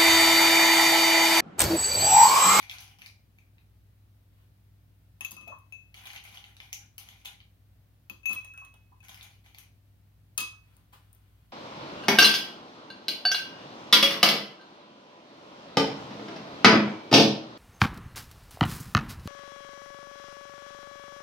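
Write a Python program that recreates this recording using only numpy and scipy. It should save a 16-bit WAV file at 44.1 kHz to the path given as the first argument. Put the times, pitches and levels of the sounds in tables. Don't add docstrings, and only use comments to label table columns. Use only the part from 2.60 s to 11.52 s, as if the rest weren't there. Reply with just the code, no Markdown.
import sys
import numpy as np
from scipy import signal
from scipy.fft import rfft, irfft
from scipy.io import wavfile

SR = 44100
rng = np.random.default_rng(int(sys.argv[2]) if len(sys.argv) > 2 else 0)


def output_pcm(signal):
    pcm = np.clip(np.atleast_2d(signal).T, -1, 1) * 32767
    wavfile.write(sys.argv[1], SR, np.round(pcm).astype(np.int16))


N = 393372
TIME = np.arange(N) / SR
EDGE_HZ = 15950
FIRM_DB = -38.5


def amp(db):
    return 10 ** (np.asarray(db) / 20)


def unit(x):
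    return x / np.sqrt(np.mean(x ** 2) + 1e-20)


def read(points, hz):
    f, value = np.transpose(points)
    return np.interp(np.log(hz + 1), np.log(f + 1), value)


def add(mix, s, sound):
    part = mix[max(round(s * SR), 0):][:len(sound)]
    part += sound[:len(part)]


def bins(size=4096):
    return np.fft.rfftfreq(size, 1 / SR)


def shape(x, db):
    cepstrum = irfft(np.log(amp(np.maximum(db, -100))))
    half = len(cepstrum) // 2
    cepstrum[1:half] *= 2
    cepstrum[half + 1:] = 0
    impulse = irfft(np.exp(rfft(cepstrum)))[:half]
    return signal.oaconvolve(x, impulse)[:len(x)]


def level_power(db):
    return db - 10 * np.log10(np.mean(amp(db) ** 2))


def colour(x, points, tilt_db=0):
    hz = bins()
    db = read(points, hz) + tilt_db * np.log2(np.clip(hz, 1000, EDGE_HZ))
    return shape(x, level_power(db))


def bump(hz, octaves):
    return np.exp(-(np.log2((bins() + 1) / hz) / octaves) ** 2)


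def dying(t60, size=SR):
    return np.exp(-np.log(1000) * TIME[:size] / max(t60, 1e-4))


def ring(modes):
    return sum(amp(db) * dying(t60) * np.sin(2 * np.pi * hz * TIME[:SR]) for hz, db, t60 in modes)


def crack(t60):
    fall = dying(t60)
    burst = fall * rng.standard_normal(SR)
    return burst * np.linalg.norm(fall) / np.linalg.norm(burst)


def grains(per_s, spread_db):
    size = amp(spread_db * np.minimum(rng.exponential(1, N), 3)) * rng.choice([-1, 1], N)
    return unit(size * (rng.random(N) < per_s / SR))


def stroke(s, rise_s, fall_s, db):
    t = TIME - s
    return amp(db) * np.clip(np.minimum(t / rise_s, 1 - (t - rise_s) / fall_s), 0, 1)


def vessel(ice, modes, body_db):
    body = ring(modes)
    return ice + amp(body_db) * signal.fftconvolve(ice, body / np.sqrt(np.linalg.norm(body)))[:N]


# (frequency [Hz], t60 [s])
ROOM_T60 = [(200, 0.19), (1000, 0.31), (3000, 0.32), (6000, 0.32), (10000, 0.26), (15000, 0.17)]


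def room_tail(build_s=0.00035):
    hz, t, z = signal.stft(rng.standard_normal(SR), SR, nperseg=256)
    t60 = read(ROOM_T60, hz)[:, None]
    z = z * np.exp(-np.log(1000) * t / t60) / np.sqrt(t60)
    tail = signal.istft(z, SR, nperseg=256)[1][:SR] * (1 - np.exp(-TIME[:SR] / build_s))
    return tail / np.linalg.norm(tail)


def place(x, wet, side, lag_s=.0002):
    send, side_db = shape(x, read(wet, bins())), read(side, bins())
    mean_db = 10 * np.log10((amp(side_db) + amp(-side_db)) / 2)
    left = x + signal.fftconvolve(send, room_tail())[:N]
    right = np.pad(x, (round(lag_s * SR), 0))[:N] + signal.fftconvolve(send, room_tail())[:N]
    return np.array([shape(left, side_db / 2 - mean_db), shape(right, -side_db / 2 - mean_db)])


# (frequency [Hz], relative level [dB])
RUMBLE_COLOUR = [(20, -41.5), (30, -28), (42, -9.5), (60, -2), (85, 2.5), (130, -2.5), (190, -7),
                 (260, -16.5), (400, -29.5), (800, -77)]
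# (frequency [Hz], relative level [dB])
HISS_COLOUR = [(150, -6), (250, -4.5), (400, -8), (700, -9.5), (1000, -14.5), (2000, -16), (4000, -19.5),
               (7500, -26), (10000, -23.5), (13000, -19.5), (15500, -19.5)]


def rumble_and_hiss(rumble_db=-66, hiss_db=-73.5):
    rumble, hiss = rng.standard_normal((2, N))
    return amp(rumble_db) * colour(rumble, RUMBLE_COLOUR) + amp(hiss_db) * colour(hiss, HISS_COLOUR)


def drift():
    knots = np.linspace(0, N / SR, num=30)
    return np.interp(TIME, knots, rng.standard_normal(len(knots)))


def hum_tone(hz, db, level_waver=0.15, phase_waver_rad=0.6):
    strength = amp(db) * np.sqrt(2) * (1 + level_waver * drift())
    return strength * np.sin(2 * np.pi * hz * TIME + phase_waver_rad * drift())


# (frequency [Hz], rms level [dB])
HUM = [(58, -67), (100, -62.5), (116, -76), (150, -85), (250, -86), (300, -83.5), (400, -94.5)]
# (frequency [Hz], likeness [0 to 1])
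LIKENESS = [(60, 0.71), (150, 0.87), (300, .7), (700, 0.13), (2000, 0), (15000, 0.025)]


def background(left_db=0.42):
    middle, b = rumble_and_hiss(), rumble_and_hiss()
    same = np.clip(read(LIKENESS, bins()), 0, .999)
    side = shape(b, 10 * np.log10((1 - same) / (1 + same)))
    hum = sum(hum_tone(hz, db) for hz, db in HUM)
    return np.array([(middle + side + hum) * amp(left_db), (middle - side + hum) * amp(-left_db)])


# (time [s], rise [s], fall [s], peak level [dB])
BRUSHES = [(1.68, 0.13, 0.086, -78.5), (7.95, 0.17, .21, -75.5), (8.32, 0.013, 0.027, -58),
           (8.33, .05, 1.4, -79.5)]
# (frequency [Hz], relative level [dB])
SLEEVE_COLOUR = [(200, -15), (600, -4.5), (1100, 2.5), (1800, -1), (3500, -0.5), (6000, -15),
                 (12000, -11.5)]


def sleeve():
    return sum(stroke(*row) for row in BRUSHES) * colour(grains(per_s=2800, spread_db=3.5), SLEEVE_COLOUR)


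# (time [s], at rest [s], level before trim [dB])
SHOVES = [(0, 0.104, -49), (0.084, 0.192, -43), (0.179, 0.365, -50.5), (0.382, 0.524, -53.5),
          (3.341, 3.638, -50), (3.43, 3.672, -49.5), (3.63, 3.997, -51), (3.995, 4.15, -56),
          (4.118, 4.286, -58), (4.382, 4.705, -56), (4.646, 4.754, -48.5), (6.428, 6.484, -52.5),
          (6.484, 6.72, -49.5), (6.616, 6.815, -58), (6.838, 6.95, -60), (6.973, 7.087, -58)]
# (frequency [Hz], relative level [dB])
MUG_COLOUR = [(240, -26), (400, -22.5), (569, -17.5), (809, -3), (914, -8), (1280, -8.5), (1750, -11),
              (2400, -0.5), (2670, -5.5), (3060, -4), (5390, -14), (6190, -12), (8030, -23), (10300, -9),
              (15500, -15)]


def mug_scrape(trim_db=-9.0, note_db=13, note_octaves=0.26, count=8, rise_s=0.002):
    drag = sum(stroke(s, rise_s, rest_s - s, db) for s, rest_s, db in SHOVES)
    slips = np.zeros(N)
    for hz in np.geomspace(1600, 6500, count):
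        slips += shape(grains(per_s=24, spread_db=3.5), note_db * bump(hz, note_octaves))
    return amp(trim_db) * drag * colour(unit(slips), MUG_COLOUR, tilt_db=-0.87)


# (time [s], level before trim [dB], treble snap [dB], pitch [Hz])
MUG_KNOCKS = [(0.0276, -35, -11.5, 2360), (0.0966, -28.5, -14, 3400), (.1123, -34.5, -3, 2480),
              (.1845, -36.5, -10, 5940), (.2054, -42.5, 5, 1760), (.419, -35.5, -13, 2370),
              (0.461, -33.5, -6.5, 2260), (0.7858, -52, -9, 2420), (.9822, -49.5, -40, 2490),
              (3.3422, -39.5, -7.5, 2330), (3.4703, -34, -7, 2280), (3.5029, -31.5, -18, 2270),
              (3.5613, -30, -16, 3040), (3.5779, -36.5, -28, 3100), (3.6392, -44, 9, 3080),
              (3.7728, -34.5, -19, 3020), (3.8411, -40, -21, 3000), (3.967, -40.5, -10, 3300),
              (4.0017, -32, -28, 3520), (4.129, -28.5, 1, 6650), (4.381, -31.5, 4, 2210),
              (4.4879, -40, -3.5, 3060), (4.6545, -33, -6, 2470), (4.658, -32, -3, 3500),
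              (4.803, -43.5, -28, 3400), (4.814, -52, -26, 3500), (6.4842, -42.5, 1, 2120),
              (6.5444, -41, 3.5, 3450), (6.6105, -35.5, -28, 3700), (6.6288, -43, 10, 3500),
              (6.8605, -43, -34, 2320), (6.9464, -41, -6, 2430), (6.985, -37, -1.5, 2030)]
LOW_DB, LOW_PER_DB = -7, -0.72


def mug_knocks(trim_db=1.5, knock_t60=0.0085, note_db=8, note_octaves=0.25):
    out = np.zeros(N)
    for s, level_db, snap_db, hz in MUG_KNOCKS:
        low_db = LOW_DB + LOW_PER_DB * max(level_db - FIRM_DB, 0)
        hardness = [(1400, low_db), (2000, 0.95), (4000, 0), (9000, snap_db)]  # (frequency [Hz], gain [dB])
        db = read(MUG_COLOUR, bins()) + read(hardness, bins()) + note_db * bump(hz, note_octaves)
        add(out, s, amp(level_db + trim_db) * shape(crack(knock_t60), level_power(db)))
    return out


# (time [s], middle pitch at the start [Hz], level before trim [dB])
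BUBBLES = [(2.874, 647, -39.5), (2.898, 600, -45), (2.919, 1046, -37.5), (2.93, 1020, -63),
           (5.938, 1450, -51.5), (6.016, 1047, -46), (6.319, 956, -53.5), (7.927, 1210, -50.5),
           (8.17, 1080, -63)]


def bubbles(rise_per_s=6.3, onset_s=0.00053, t60=0.0235, spread=0.067, stagger_s=0.00239, trim_db=-3, count=3):
    out, t = np.zeros(N), TIME[:SR]
    swell = dying(t60) * (1 - np.exp(-t / onset_s))
    for s, hz, db in BUBBLES:
        for k, size in enumerate(rng.permutation(np.linspace(-1, 1, count))):
            turns = hz * (1 + spread * size) * (t + rise_per_s * t ** 2 / 2) + rng.random()
            add(out, s + k * stagger_s, amp(db + trim_db) * swell * np.sin(2 * np.pi * turns))
    return out


# (time [s], table thud before trim [dB], air column before trim [dB], splash [dB])
LANDINGS = [(2.608, -53, -60, -54), (2.65, -74, -59, -54), (2.716, -47, -69, -53), (2.768, -57, -54, -73),
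            (2.819, -49.5, -63, -70), (2.874, -49, -55, -62.5), (5.499, -44.5, -67.5, -69),
            (5.695, -41.5, -49.5, -60), (5.711, -44.5, -79, -54), (5.742, -48.5, -50, -72),
            (7.779, -45, -53, -30.5), (7.806, -42.5, -44, -38)]
# (frequency [Hz], relative level [dB], t60 [s])
TABLE_MODES = [(197.8, -0.5, 0.21), (263, -3.5, 0.11), (339, -11.5, 0.33), (514, 0.5, 0.04)]
# (frequency [Hz], relative level [dB], t60 [s])
AIR_MODES = [(1205, 6.5, 0.088), (1025, 12, 0.037), (1343, -3, 0.065)]
# (frequency [Hz], relative level [dB])
SPLASH_COLOUR = [(200, 0), (500, -5), (800, -12.5), (1200, 2), (1900, -15.5), (3400, 7), (4200, -1.5),
                 (5050, 10), (5600, -11), (6300, 2.5), (7500, 2), (9000, 5), (15500, -0.5)]


def landings(splash_t60=0.1, thud_trim_db=-2.0, air_trim_db=-3, rise_s=0.0073):
    out, spray = np.zeros(N), np.zeros(N)
    soft = 1 - np.exp(-TIME[:SR] / rise_s)
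    for s, table_db, column_db, splash_db in LANDINGS:
        thud = amp(table_db + thud_trim_db) * ring(TABLE_MODES)
        column = amp(column_db + air_trim_db) * ring(AIR_MODES)
        add(out, s, soft * (thud + column))
        add(spray, s, amp(splash_db) * dying(splash_t60))
    return out + colour(spray * grains(per_s=3600, spread_db=4.0), SPLASH_COLOUR)


# (time [s], tick level before trim [dB], pitch of the cube [Hz],
# ring level [dB], ring pitch [Hz], ring t60 [s])
CLINKS = [(2.6086, -36, 10060, -32, 2617, 0.083), (2.648, -34, 14000, -26, 2616, 0.068),
          (2.7666, -51, 9500, -45.5, 2598, 0.93), (2.8779, -50.5, 13700, -40.5, 2588, 0.27),
          (2.989, -62, 10370, -61, 2590, 0.2), (3.1237, -52, 9460, -39.5, 2598, 0.39),
          (5.498, -39.5, 13900, -32, 2588, 0.048), (5.631, -64, 9800, -47, 2603, .55),
          (5.6568, -38.5, 11440, -25, 2592, 0.86), (5.733, -34, 13500, -42, 2570, 0.33),
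          (5.759, -81, 9100, -27, 2558, 0.26), (5.803, -69, 9100, -42, 2580, .5),
          (5.847, -45.5, 9000, -46, 2577, 0.91), (5.9763, -50, 8860, -42.5, 2580, 0.46),
          (6.1409, -54, 9150, -63, 2562, 0.77), (6.404, -61.5, 9050, -48.5, 2584, 0.064),
          (7.7807, -22.5, 9740, -30, 2584, 0.22), (7.8068, -45, 9800, -31.5, 2566, 0.39)]
# (ratio to the lowest, level before hardness [dB], longest t60 [s])
WALL_MODES = [(2.471, -11, .3), (2.42, -17.5, .3), (2.56, -14, .081), (4.408, -4, .11), (5.37, -18, .08)]
FIRM_OVERTONE_DB, OVERTONE_PER_DB = -7, 0.29


def glass_wall(hard_rise_s=0.00027, soft_rise_s=0.0079, catch_s=0.0013, twin_hz=29, twin_db=-16):
    out, t = np.zeros((2, N)), TIME[:SR]
    ends = [row[0] for row in CLINKS[1:]] + [N / SR]
    for (s, tick_db, _, db, hz, t60), end in zip(CLINKS, ends):
        over_db = FIRM_OVERTONE_DB + OVERTONE_PER_DB * (tick_db - FIRM_DB)
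        rise_s = np.interp(tick_db, [-70, -58], [soft_rise_s, hard_rise_s])
        upper = int(hz > 2581)
        other_hz = hz - twin_hz if upper else hz + twin_hz
        modes = [(hz, 0, t60), (other_hz, twin_db, t60)]
        for ratio, mode_db, mode_t60 in WALL_MODES:
            modes.append((hz * ratio, mode_db + over_db * np.log2(ratio), min(mode_t60, t60)))
        held = (1 - np.exp(-t / rise_s)) * np.exp(-np.maximum(s + t - end, 0) / catch_s)
        add(out[upper], s, amp(db) * held * ring(modes))
    return out


# (frequency [Hz], relative level [dB])
TICK_COLOUR = [(50, -13), (150, -1.5), (500, -10.5), (1100, -0.5), (1800, -10), (3300, -0.5), (5000, -8),
               (5600, -2), (6400, 10), (7800, -24.5), (9500, 1.5), (15500, 0)]


def ice_tick(tilt_db, cube_hz, crack_t60=0.0092, cube_db=-5, cube_t60=0.024):
    return colour(crack(crack_t60), TICK_COLOUR, tilt_db) + ring([(cube_hz, cube_db, cube_t60)])


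# (time [s], level before trim [dB], tilt [dB per octave], pitch of the cube [Hz])
TICKS = [(2.709, -38.5, 2, 13900), (2.7173, -35.5, 1, 12850), (2.811, -51, -4.5, 10500),
         (2.987, -57, 12, 10300), (5.6945, -39, -2.5, 9960), (5.7076, -45, -6, 9800),
         (5.7291, -35, 15, 9320), (5.7424, -37, 23, 13400), (5.7489, -39, 12, 8970),
         (5.9375, -54.5, 0, 9150), (6.049, -50, -2, 9200), (7.7774, -22, 1, 9030), (7.8037, -28, 7, 10040),
         (8.1667, -53, 5, 9100), (8.5298, -48.5, 18, 9080), (8.5492, -53, 7, 13600)]
FIRM_TICK_TILT_DB, TICK_TILT_PER_DB = -1.6, 0.14


def ice_in_glass(clink_trim_db=3, tick_trim_db=3):
    out = np.zeros(N)
    for s, db, hz, *_ in CLINKS:
        tilt_db = FIRM_TICK_TILT_DB + TICK_TILT_PER_DB * (db - FIRM_DB)
        add(out, s, amp(db + clink_trim_db) * ice_tick(tilt_db, hz))
    for s, db, tilt_db, hz in TICKS:
        add(out, s, amp(db + tick_trim_db) * ice_tick(tilt_db, hz))
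    return out


# (frequency [Hz], relative level [dB], t60 [s])
BASE_MODES = [(3420, -19, 0.23), (5060, -11, 0.19), (4970, -12, .2), (5760, -4, .14), (6265, 9, 0.34),
              (6750, -29, .12), (8830, -7, .14), (9866, -17, .16)]
# (frequency [Hz], relative level [dB], t60 [s])
MUG_MODES = [(816, 0, 0.19), (1866, -7, 0.11), (2145, 1, 0.21), (2424, 3.5, 0.085), (3170, 4, 0.034),
             (3590, -1, 0.077), (4770, -12, 0.055), (6280, 5, 0.055), (10100, -6, 0.026)]
GLASS_WET = [(200, -6.5), (1000, 6), (4000, 4.5), (7000, -4.5), (10000, -4), (15000, -6.5)]
RING_WET = [(500, -5.5), (2600, -8.5), (6400, -2.5), (12000, 0.5)]
KNOCK_WET = [(300, 7.5), (3000, -2), (6000, 7.5), (12000, 4)]
MUG_WET = [(300, 8.5), (3000, 4.5), (12000, 6)]
GLASS_SIDE = [(200, -3.5), (900, 4), (2600, -1.5), (4000, -0.5), (6500, -2.5), (8000, 3), (9800, 20),
              (11000, 28), (13500, 8), (15500, 29)]
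LOW_TWIN_SIDE = [(2600, 1.5), (6400, 3), (11400, 12), (14000, 30)]
HIGH_TWIN_SIDE = [(2600, 8), (6400, 3), (11400, 15), (14000, 9.5)]
MUG_SIDE = [(60, 6), (110, 0), (200, -5), (380, -10.5), (700, 5.5), (1290, 2), (2380, 3), (4400, -1.5),
            (8120, 4.5), (15000, 19)]


def scene():
    struck = vessel(ice_in_glass() + landings(), BASE_MODES, body_db=-36.5)
    glass = place(struck + bubbles(), GLASS_WET, GLASS_SIDE)
    low_twin, high_twin = glass_wall()
    low_chime = place(low_twin, RING_WET, LOW_TWIN_SIDE, lag_s=.00006)
    high_chime = place(high_twin, RING_WET, HIGH_TWIN_SIDE, lag_s=.00017)
    knocks = place(vessel(mug_knocks(), MUG_MODES, body_db=-35.0), KNOCK_WET, MUG_SIDE)
    handling = place(vessel(mug_scrape(), MUG_MODES, body_db=-42) + sleeve(), MUG_WET, MUG_SIDE)
    return glass + low_chime + high_chime + knocks + handling + background()


def record(dry):
    lowpass = signal.firwin(511, EDGE_HZ, window=("kaiser", 9), fs=SR)
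    return signal.oaconvolve(dry, lowpass[None], "same")


dry = scene()
out = record(dry)
output_pcm(out)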